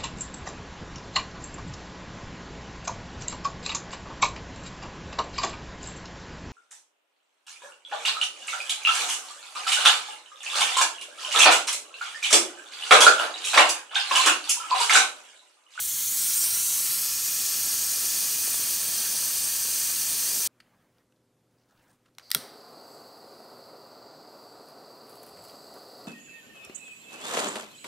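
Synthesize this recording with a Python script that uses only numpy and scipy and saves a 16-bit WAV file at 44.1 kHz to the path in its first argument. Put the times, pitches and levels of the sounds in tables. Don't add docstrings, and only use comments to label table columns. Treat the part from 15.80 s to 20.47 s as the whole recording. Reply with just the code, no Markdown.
import sys
import numpy as np
from scipy import signal
from scipy.fft import rfft, irfft
from scipy.io import wavfile
from scipy.ndimage import uniform_filter1d

SR = 44100
rng = np.random.default_rng(int(sys.argv[2]) if len(sys.argv) > 2 else 0)


def boost_factor(decibels):
    exponent = np.asarray(decibels, float) / 20
    return 10 ** exponent


def transcribe(u):
    v = np.clip(np.atleast_2d(u).T, -1, 1)
    q = np.round(v * 32767).astype(np.int16)
    wavfile.write(sys.argv[1], SR, q)


N = 206167

# (time [s], level [dB], tilt about 7 kHz [dB per octave])
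HISS_LEVEL = [(0.0, -27, 2), (0.13, -28, 1.5), (0.65, -23, 1.5), (0.69, -25.5, 0.5), (0.87, -24, 1.5),
              (1.31, -27, 0.0), (1.95, -26, 0.0), (3.69, -27, -0.5), (4.67, -26, 0.0)]
# (frequency [Hz], relative density [dB per Hz])
JET_SPECTRUM = [(300, -52), (950, -20.5), (1500, -15), (2200, -15.5), (3000, -10), (4000, -6.5),
                (5000, -6.5), (6200, 0.0), (7500, -3.5), (9000, -0.7), (10500, -7), (12000, -6),
                (14000, -4), (15800, -6.5)]
# (time [s], along [mm], across [mm])
NOZZLE_PATH = [(1.27, 6.5, -4.3), (1.42, 2.6, -4.7), (1.6, 2.6, -3.3), (1.85, 3.1, -1.6), (2.17, 2.9, -0.9),
               (2.53, 0.0, 0.0), (2.82, 1.3, 1.7), (3.05, 3.4, 3.2), (3.25, 6.5, 4.4), (3.48, 2.4, 3.4),
               (3.75, 1.4, 3.0), (4.05, 2.7, 3.5), (4.32, 3.5, 4.1), (4.56, 4.3, 3.7)]
# (delay after the direct sound [ms], strength [ratio to direct],
# extra path per nozzle offset along [mm per mm], the same across [mm per mm])
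NEAR_ECHOES = [(0.291, -0.15, -0.12, -0.6), (0.424, 0.16, 0.36, 0.49), (0.55, -0.098, -0.14, 0.8),
               (0.63, 0.15, -0.064, 1), (0.789, -0.12, -0.14, -0.7), (0.81, 0.12, -0.42, 0.5),
               (1.0, -0.074, 0.74, -0.3), (1.26, -0.13, -0.19, 1), (1.318, 0.059, -0.46, -1.3),
               (1.349, -0.19, -0.0096, 2.2), (1.42, -0.029, 1.0, 1.5), (1.459, -0.17, -0.59, 2),
               (1.702, 0.057, -0.066, -0.5), (1.735, 0.073, 0.77, 3.2), (2.123, 0.11, 1.3, 0.9),
               (2.205, 0.071, 0.32, -1.5), (2.395, 0.2, -1, 1), (2.448, 0.17, 0.2, 3.5),
               (2.55, 0.11, 0.12, 1.1), (2.6, 0.075, -0.33, 1.7), (2.642, -0.068, 0.7, -1.8),
               (2.705, 0.048, 0.092, -1.5), (2.854, 0.11, 1.1, -1.9), (2.896, 0.14, 1.2, 1.3),
               (3.022, -0.032, 0.1, -0.8), (3.124, 0.15, 1.7, 0.9), (3.247, 0.19, 0.077, -2),
               (3.903, -0.092, 0.66, 1.8), (4.414, 0.16, -1.1, -0.7), (4.54, 0.062, 1, 2),
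               (5.272, 0.13, 1.7, 0.8)]
# (time [s], distance still to travel [mm])
SWING_IN = [(.15, 95), (.62, 40), (.75, 25), (1.05, 15), (1.3, 0)]
# (start [s], end [s], first centre [Hz], last centre [Hz], greatest lift [dB])
GLIDING_BANDS = [(-.2, .35, 4950, 4800, -3), (.62, 1.02, 5500, 6400, 3), (.5, .72, 5300, 7300, -6),
                 (.5, .95, 8500, 9000, 2.5), (.72, .9, 5200, 5250, -4), (.25, .8, 2200, 2350, 4),
                 (.9, 1.7, 2450, 2500, 3), (-.2, .5, 2650, 2750, -5)]
# (start [s], end [s], first delay [ms], last delay [ms], greatest strength [ratio to direct])
PASSING_ECHOES = [(-.25, .88, .099, .091, .12), (-.02, .63, .963, .835, .08), (.03, .58, .209, .23, -.15),
                  (.08, .42, .394, .319, -.17), (.18, .78, .367, .03, .17), (.23, 1.39, .686, .516, -.11),
                  (.26, 1.2, .723, .717, .07), (.3, .84, .28, .293, -.14), (.6, 1.38, .929, .876, .11),
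                  (.6, 1.4, 2.566, 2.514, -.11), (.61, 1.4, .173, .173, .1), (.72, 1.31, .116, .071, .2),
                  (.89, 1.34, .986, .985, .14), (.97, 1.26, .31, .291, -.17)]
# (frequency [Hz], relative density [dB per Hz])
RUMBLE_SPECTRUM = [(12, -64), (20, -39), (43, -11), (68, -1.5), (91, -9), (125, -1), (144, -3.5),
                   (159, -6.5), (240, -10.5), (281, -9), (900, -32), (1170, -57), (1980, -120)]
# (time [s], level [dB])
ROAR_LEVEL = [(0, -69), (.35, -59), (.9, -57.5), (1.4, -56.5), (2, -54), (2.6, -53), (3.2, -52.5),
              (3.8, -54), (4.67, -52)]
# (frequency [Hz], relative density [dB per Hz])
ROAR_SPECTRUM = [(80, -22), (200, 3), (350, 1.5), (700, 1), (1200, -1), (2000, -12), (3500, -63)]
# (time of the pulse centre [s], peak level [dB], pulse frequency [Hz])
LOUD_POPS = [(2.174, -46, 600), (2.679, -37, 700), (2.744, -30, 1400), (2.797, -38.5, 330),
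             (2.871, -34, 1300), (3.157, -37, 1400), (3.265, -46, 600), (3.426, -38, 1300),
             (3.726, -49, 900), (3.886, -36.5, 800), (4.102, -35, 1200), (4.533, -40, 600)]

EDGE_HZ = 15760
SOUND_MM_PER_MS = 343


def evened(x):
    return x / np.sqrt(np.mean(x ** 2) + 1e-20)


def read_spectrum(points, hz):
    f, value = np.transpose(points)
    return np.interp(np.log(hz + 1), np.log(f + 1), value)


def follow(rows, t):
    s, *columns = np.transpose(rows)
    return [np.interp(t, s, column) for column in columns]


def slide(row, t):
    start, end, first, last, strength = row
    fade_share = 0.16
    progress = np.clip((t - start) / (end - start), 0, 1)
    fade = np.clip(np.minimum(progress, 1 - progress) / fade_share, 0, 1)
    return first + (last - first) * progress, strength * fade


def flicker(hz):
    b, a = signal.butter(2, hz, fs=SR)
    return evened(signal.lfilter(b, a, rng.standard_normal(N)))


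def coloured_noise(points):
    gain = boost_factor(read_spectrum(points, np.fft.rfftfreq(N, 1 / SR)))
    return evened(irfft(rfft(rng.standard_normal(N)) * gain, N))


def far_echoes(count=60):
    level_db, t60_s = -11, 0.093
    largest_lean = 1.17
    draw = rng.standard_normal((count, 3))
    delay_ms = np.geomspace(2.5, 30, count) * (1 + 0.0276 * draw[:, 0])
    strength = np.sign(draw[:, 2]) * boost_factor(-60 * delay_ms / 1000 / t60_s)
    strength *= boost_factor(level_db) / np.linalg.norm(strength)
    lean = largest_lean * np.tanh(draw[:, 1])
    return zip(delay_ms, strength, lean)


def echo_comb(hz, t):
    along_mm, across_mm = follow(NOZZLE_PATH, t)
    to_go_mm, = follow(SWING_IN, t)
    along_mm = along_mm + to_go_mm
    settle_from_s, settle_for_s, swing_far_db = 0.99, 0.24, 5.5
    settled = np.clip((t - settle_from_s) / settle_for_s, 0, 1)
    far_lift = boost_factor(swing_far_db * (1 - settled))

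    echoes = [slide(row, t) for row in PASSING_ECHOES]
    for ms, strength, per_along, per_across in NEAR_ECHOES:
        extra_mm = per_along * along_mm + per_across * across_mm
        echoes.append((ms + extra_mm / SOUND_MM_PER_MS, strength * settled))
    for ms, strength, lean in far_echoes():
        echoes.append((ms + lean * along_mm / SOUND_MM_PER_MS, strength * far_lift))

    total = np.ones((len(hz), len(t)), np.complex64)
    for delay_ms, strength in echoes:
        phase = (2 * np.pi * np.outer(hz, delay_ms / 1000)).astype(np.float32)
        total += strength.astype(np.float32) * (np.cos(phase) - 1j * np.sin(phase))
    return total


def hiss():
    unsteady_db = 0.19 * flicker(22) + 0.28 * flicker(60)
    jet = rng.standard_normal(N) * boost_factor(unsteady_db)
    hz, t, frames = signal.stft(jet, SR, nperseg=2048, noverlap=1536)

    patches = uniform_filter1d(rng.standard_normal(frames.shape), 90, axis=0)
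    patches_db = 0.63 * evened(uniform_filter1d(patches, 5, axis=1))

    level_db, tilt_db = follow(HISS_LEVEL, t)
    octaves = np.log2((hz + 1) / 7000)
    colour_db = read_spectrum(JET_SPECTRUM, hz)[:, None] + np.outer(octaves, tilt_db)
    band_width = 0.05
    for row in GLIDING_BANDS:
        centre_hz, lift_db = slide(row, t)
        distance = (hz[:, None] / centre_hz - 1) / band_width
        colour_db += lift_db * np.exp(-distance ** 2)

    shape = boost_factor(colour_db) * echo_comb(hz, t) * (hz < EDGE_HZ)[:, None]
    shape *= boost_factor(level_db) / np.sqrt(np.mean(abs(shape) ** 2, axis=0))
    heard = frames * shape * boost_factor(patches_db)
    return signal.istft(heard, SR, nperseg=2048, noverlap=1536)[1][:N]


def rumble():
    level_db = -59 + 0.6 * flicker(3)
    return coloured_noise(RUMBLE_SPECTRUM) * boost_factor(level_db)


def roar():
    level_db, = follow(ROAR_LEVEL, np.arange(N) / SR)
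    lumps_db = 0.55 * flicker(3.1) + 1.9 * flicker(65)
    return coloured_noise(ROAR_SPECTRUM) * boost_factor(level_db + lumps_db)


def pop(hz):
    turns = np.arange(800) / SR * hz - 1
    pressure = -turns * np.exp(-(turns / 0.28) ** 2)
    return pressure / abs(pressure).max()


def pops():
    out = np.zeros(N + 800)
    for s, peak_db, hz in LOUD_POPS:
        start = round((s - 1 / hz) * SR)
        out[start:start + 800] += boost_factor(peak_db) * pop(hz)

    small_per_s, least_db = 30, -51.5
    roar_db, = follow(ROAR_LEVEL, np.arange(N) / SR)
    spread_db = 3.5 * np.minimum(rng.exponential(1, N), 2.5)
    size = boost_factor(least_db + roar_db - roar_db.max() + spread_db)
    chance = rng.random(N) * SR / small_per_s
    for k, hz in enumerate((600, 1000, 1500)):
        starts = size * (chance // (1 / 3) == k)
        out[:N] += signal.oaconvolve(starts, pop(hz))[:N]
    return out[:N]


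def scene():
    mix = hiss() + rumble() + roar() + pops()
    return np.tile(mix, (2, 1))


def top_cut(x):
    return signal.sosfilt(signal.butter(12, 16860, fs=SR, output="sos"), x)


def record(dry):
    low_pass = signal.firwin(4095, EDGE_HZ, window=("kaiser", 9), fs=SR)
    finished = signal.oaconvolve(dry, low_pass[None], "same")
    return top_cut(finished)


dry = scene()
out = record(dry)
transcribe(out)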